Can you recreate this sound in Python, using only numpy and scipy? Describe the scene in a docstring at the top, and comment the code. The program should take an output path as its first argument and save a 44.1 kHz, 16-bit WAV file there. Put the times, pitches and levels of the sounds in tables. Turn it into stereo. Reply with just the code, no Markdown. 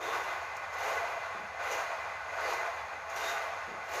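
"""Fan-wheel exercise machine in a small tiled room.

Quick arm pulls spin the wheel up and it coasts down again, slightly right of the microphones.
Its air rush rings the guard and frame; under load the drive hisses and the blades whoosh.
The frame rumbles on the floor with an odd soft bump, and the drive ticks close by."""
import sys
import numpy as np
from scipy import signal
from scipy.fft import rfft, irfft
from scipy.io import wavfile
from scipy.ndimage import uniform_filter1d

SR = 44100
rng = np.random.default_rng(int(sys.argv[2]) if len(sys.argv) > 2 else 0)


def wav_out(sig):
    """Save sig, one row per channel (or a flat mono array), as 16-bit PCM at SR to the path in sys.argv[1]."""
    wavfile.write(sys.argv[1], SR, np.round(np.clip(np.atleast_2d(sig).T, -1, 1) * 32767).astype(np.int16))


N = 176400

# arm pulls: top speed t/s, spin-up/s, rush level/dB, coasting/s, hiss level/dB, whoosh level/dB,
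# whoosh f/Hz, load length/s
PULLS = [(.115, 0.55, -33.5, 0.71, -44.5, -46.5, 403, 0.18),
         (0.912, 0.23, -30.5, 0.27, -44.5, -43, 458, 0.13),
         (1.739, 0.23, -31, 0.3, -42.5, -44.5, 450, 0.08),
         (2.507, 0.28, -30.5, 0.22, -44.5, -42.5, 440, 0.11),
         (3.262, 0.23, -32, 0.43, -41.5, -50, 405, 0.12), (3.986, 0.13, -31, 0.4, -41.5, -40.5, 457, 0.075)]


def undb(db):
    """Decibels to gain."""
    return 10 ** (np.asarray(db) / 20)


def unit(x):
    """Scale to rms 1."""
    return x / np.sqrt(np.mean(x ** 2))


def bins():
    """Frequencies of a whole track's spectrum."""
    return np.maximum(np.arange(N // 2 + 1) * SR / N, 1)


def curve(points):
    """Gain per frequency from points of f/Hz, level/dB."""
    hz, db = np.array(points, float).T
    return undb(np.interp(np.log(bins()), np.log(hz), db))


def bell(hz, width):
    """Power response of one resonance."""
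    return 1 / (1 + (2 * (bins() - hz) / width) ** 2)


def noise(gain):
    """Noise of rms 1 with the given spectrum."""
    return unit(irfft(rfft(rng.standard_normal(N)) * gain, N))


def wander(hz):
    """Smooth random motion of rms 1, up to about the given rate."""
    return noise(1 / (1 + (bins() / hz) ** 4))


def room(x):
    """At the microphones: direct sound from the right, plus tiled walls that ripple the spectrum."""
    # walls over direct sound, the bass arriving mostly direct: f/Hz, level/dB
    wall_ring = [(100, -8), (250, -2), (550, -4.5), (750, 8.5), (2000, 9.5)]
    # stereo balance: f/Hz, left minus right/dB
    balance = [(100, 0), (200, 1.5), (330, -3.5), (600, -1.7), (1100, -0.5), (2000, -0.2), (5000, 0),
               (14000, 0)]
    t60_s, predelay_s, left_lag_s, ripple_hz = .28, .002, .00015, 60
    t, f = np.arange(SR // 2) / SR, bins()
    fade = np.exp(-np.log(1000) * t / t60_s) * (t > predelay_s)
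    tail = rng.standard_normal((2, len(t))) * fade / np.sqrt(np.sum(fade ** 2))
    direct = np.array([np.exp(-2j * np.pi * f * left_lag_s), np.ones(len(f))])
    path = direct + curve(wall_ring) * rfft(tail, N)
    # keep the fine ripple, level out the broad colour
    path /= np.sqrt(uniform_filter1d(np.abs(path) ** 2, int(ripple_hz * N / SR), axis=1))
    tilt = np.sqrt(curve(balance))
    response = np.roll(irfft(path * np.array([tilt, 1 / tilt]), N), N // 2, axis=1)
    return signal.fftconvolve(x[None], response, axes=1)[:, N // 2:N // 2 + N]


def wheel_db(t):
    """Level of the air rush: it climbs with each pull, then drag slows the wheel, quickly at first."""
    # brief surges of the rush: t/s, lift/dB
    surges = [(.137, 4), (.29, 1.5), (.815, 2), (.985, 1.2), (1.32, 1.5), (1.607, 2.5), (2.08, 1.2),
              (2.665, 2), (3.385, 1)]
    spin_up_db, coast_db, surge_s = 8.5, 5, .024
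    pull_levels = []
    for top, rise, db, coast, *_ in PULLS:
        climb = spin_up_db * (np.maximum(top - t, 0) / rise) ** 2
        drag = coast_db * np.log2(1 + np.maximum(t - top, 0) / coast)
        pull_levels.append(db - climb - drag)
    lift = sum(db * np.exp(-((t - at) / surge_s) ** 2) for at, db in surges)
    return np.max(pull_levels, axis=0) + lift


def fan_rush(t, places=5):
    """Turbulent air from several places round the wheel rings the guard and frame."""
    # air rush spectrum: f/Hz, level/dB
    air = [(100, -37), (270, -28), (400, -19), (520, -7.5), (700, -4), (1150, -2), (1700, -5.5), (2080, -6),
           (2260, -9), (2500, -10.5), (2750, -14), (3100, -19.5), (4500, -21.5), (5700, -28.5),
           (6600, -21.5), (7050, -30.5), (7800, -37), (11500, -39), (15000, -50)]
    # guard and frame resonances: f/Hz, width/Hz, lift/dB, left minus right/dB
    rings = [(452, 16, 5, -4), (660, 24, 8, 5), (697, 28, 9, -5), (785, 20, 6, 2), (839, 16, 7.5, 0),
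             (928, 20, 3.5, 0), (1050, 18, 5.5, -3), (1100, 32, 5.5, 0), (1212, 22, 3, -1),
             (1428, 26, 4.5, 5), (1482, 34, 7.5, 0), (1603, 18, 5.5, 0), (2008, 24, 4, 0),
             (2044, 40, 9.8, 2.5), (2400, 46, 6.8, -2), (2470, 34, 5.5, -3), (3455, 24, 9, 0),
             (5250, 24, 9, 0)]
    flutter_db, buffet_db = 1, .6
    colour = curve(air) * undb(sum(db * bell(hz, width) for hz, width, db, _ in rings))
    lean_db = sum(pan * bell(hz, width) for hz, width, _, pan in rings)
    gain = undb(wheel_db(t) + flutter_db * wander(hz=120) + buffet_db * wander(hz=22))
    rush = sum(room(gain * noise(colour)) for _ in range(places)) / np.sqrt(places)
    return irfft(rfft(rush) * undb(np.array([lean_db, -lean_db]) / 2), N)


def frame_rumble():
    """The frame rumbles on the floor round one low resonance."""
    # f/Hz, level/dB
    spectrum = [(20, -46), (38, -33), (55, -6), (82, 5), (105, -2), (135, -7.5), (210, -14),
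                (320, -21.5), (800, -47)]
    return undb(-62.5) * noise(curve(spectrum))


def load(age, length, release_share=.81):
    """The load of one pull builds to a peak at age 0 and lingers as it lets go."""
    build = .5 ** (2 * (age / length) ** 2)
    release = 1 / (1 + (age / (release_share * length)) ** 2)
    return np.where(age < 0, build, release)


def drive_hiss(t, lead_s=.032, grain_db=7.5):
    """The drive gives a grainy hiss under load, which peaks ahead of the wheel's speed."""
    gain = sum(undb(db) * load(t - top + lead_s, length) for top, _, _, _, db, _, _, length in PULLS)
    # hiss spectrum: f/Hz, level/dB
    spectrum = [(250, -49), (900, -50), (2000, -58), (2800, 6.5), (3300, -15.5), (3800, -4), (5500, -9.5),
                (6300, -1.5), (6900, -5.5), (7800, -19.5), (12500, -14), (15000, -21.5)]
    grain = unit(undb(grain_db * wander(hz=460)))
    return gain * grain * noise(curve(spectrum))


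def blade_whoosh(t, lead_s=.0053):
    """Under load the blades give a low whoosh, pitched anew for each pull."""
    # whoosh spectrum: multiple of its pitch, level/dB
    spectrum = [(.25, -23.5), (.58, -28), (.77, -8), (.93, 0), (1.16, 4), (1.6, -16.5), (3.2, -19),
                (9, -60)]
    whoosh = 0
    for top, *_, level_db, hz, length in PULLS:
        colour = curve([(hz * multiple, db) for multiple, db in spectrum])
        whoosh += undb(level_db) * load(t - top + lead_s, length) * noise(colour)
    return whoosh


def drive_chafe(t):
    """The drive chafes during some pulls, in swells of narrow-band noise."""
    # chafes: t/s, half length/s, f/Hz, width/Hz, level/dB
    chafes = [(0.156, 0.14, 1110, 290, -36), (0.04, 0.17, 3550, 507.6, -48.5), (.285, .04, 1040, 300, -44),
              (0.29, .04, 3600, 600, -52), (2.477, 0.057, 4400, 940, -46), (3.103, 0.01, 6540, 300, -46.5),
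              (3.264, 0.07, 3710, 259.3, -43.5)]
    return sum(undb(db) * np.exp(-((t - at) / half) ** 2) * noise(bell(hz, width))
               for at, half, hz, width, db in chafes)


def knocks(t, events, colour, attack_s):
    """Noise bursts that rise quickly and die away."""
    envelope = 0
    for at, db, decay in events:
        age = np.maximum(t - at, 0)
        envelope += undb(db) * (1 - np.exp(-age / attack_s)) * np.exp(-age / decay)
    return envelope * noise(colour)


def drive_ticks(t):
    """The drive ticks sharply as it catches or lets go."""
    # ticks: t/s, level/dB, decay/s
    ticks = [(.567, -46, .004), (.739, -53, .005), (2.533, -44, .006), (3.099, -50, .006),
             (3.915, -49, .005)]
    # tick spectrum: f/Hz, level/dB
    spectrum = [(800, -16), (2500, -17), (5000, 17), (6700, 15.5), (8000, 5), (15000, 3)]
    return knocks(t, ticks, curve(spectrum), attack_s=.0003)


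def guard_flares(t, swell_s=.022, drift_rad=.6):
    """The guard's strongest resonances ring out briefly, unsteady and out of step left and right."""
    # flares: t/s, f/Hz, level/dB
    flares = [(.921, 690, -33), (.975, 675, -36), (1.03, 690, -34), (1.168, 680, -35), (1.607, 680, -34),
              (2.5, 675, -37), (2.685, 685, -33.5), (3.5, 665, -38), (3.96, 690, -37), (.975, 2030, -40),
              (2.535, 2035, -40), (2.595, 2040, -39), (3.29, 2045, -40), (3.56, 2050, -39)]
    drift = drift_rad * np.array([wander(hz=35), wander(hz=35)])
    ringing = 0
    for at, hz, db in flares:
        phase = rng.uniform(0, 2 * np.pi, (2, 1)) + drift
        swell = np.sqrt(2) * undb(db) * np.exp(-((t - at) / swell_s) ** 2)
        ringing += swell * np.sin(2 * np.pi * hz * t + phase)
    return ringing


def frame_bumps(t):
    """The frame bumps softly with a short hollow ring."""
    # bumps: t/s, level/dB, decay/s
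    bumps = [(1.345, -51, .06), (1.385, -53.5, .05), (2.08, -62, .06), (2.93, -60, .09), (3.67, -46.5, .05),
             (3.708, -49, .05)]
    # bump spectrum: f/Hz, level/dB
    spectrum = [(60, -24), (130, -15), (205, -5), (260, -15.5), (380, -4.5), (900, -18.5), (3000, -65)]
    ring_db = 6.4 * bell(hz=232, width=35)
    return knocks(t, bumps, curve(spectrum) * undb(ring_db), attack_s=.0037)


def scene():
    """The machine in the room; the close ticks and the guard's flares also reach the microphones dry."""
    t = np.arange(N) / SR
    fan = fan_rush(t) + guard_flares(t) + room(blade_whoosh(t))
    drive = room(drive_hiss(t) + drive_chafe(t))
    ticks = drive_ticks(t)
    return fan + drive + ticks + room(frame_rumble() + frame_bumps(t) + undb(-2) * ticks)


def record(dry, top_hz=15400):
    """The recorder cuts the top treble steeply."""
    return signal.sosfilt(signal.ellip(10, .2, 70, top_hz, fs=SR, output="sos"), dry)


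dry = scene()
out = record(dry)
wav_out(out)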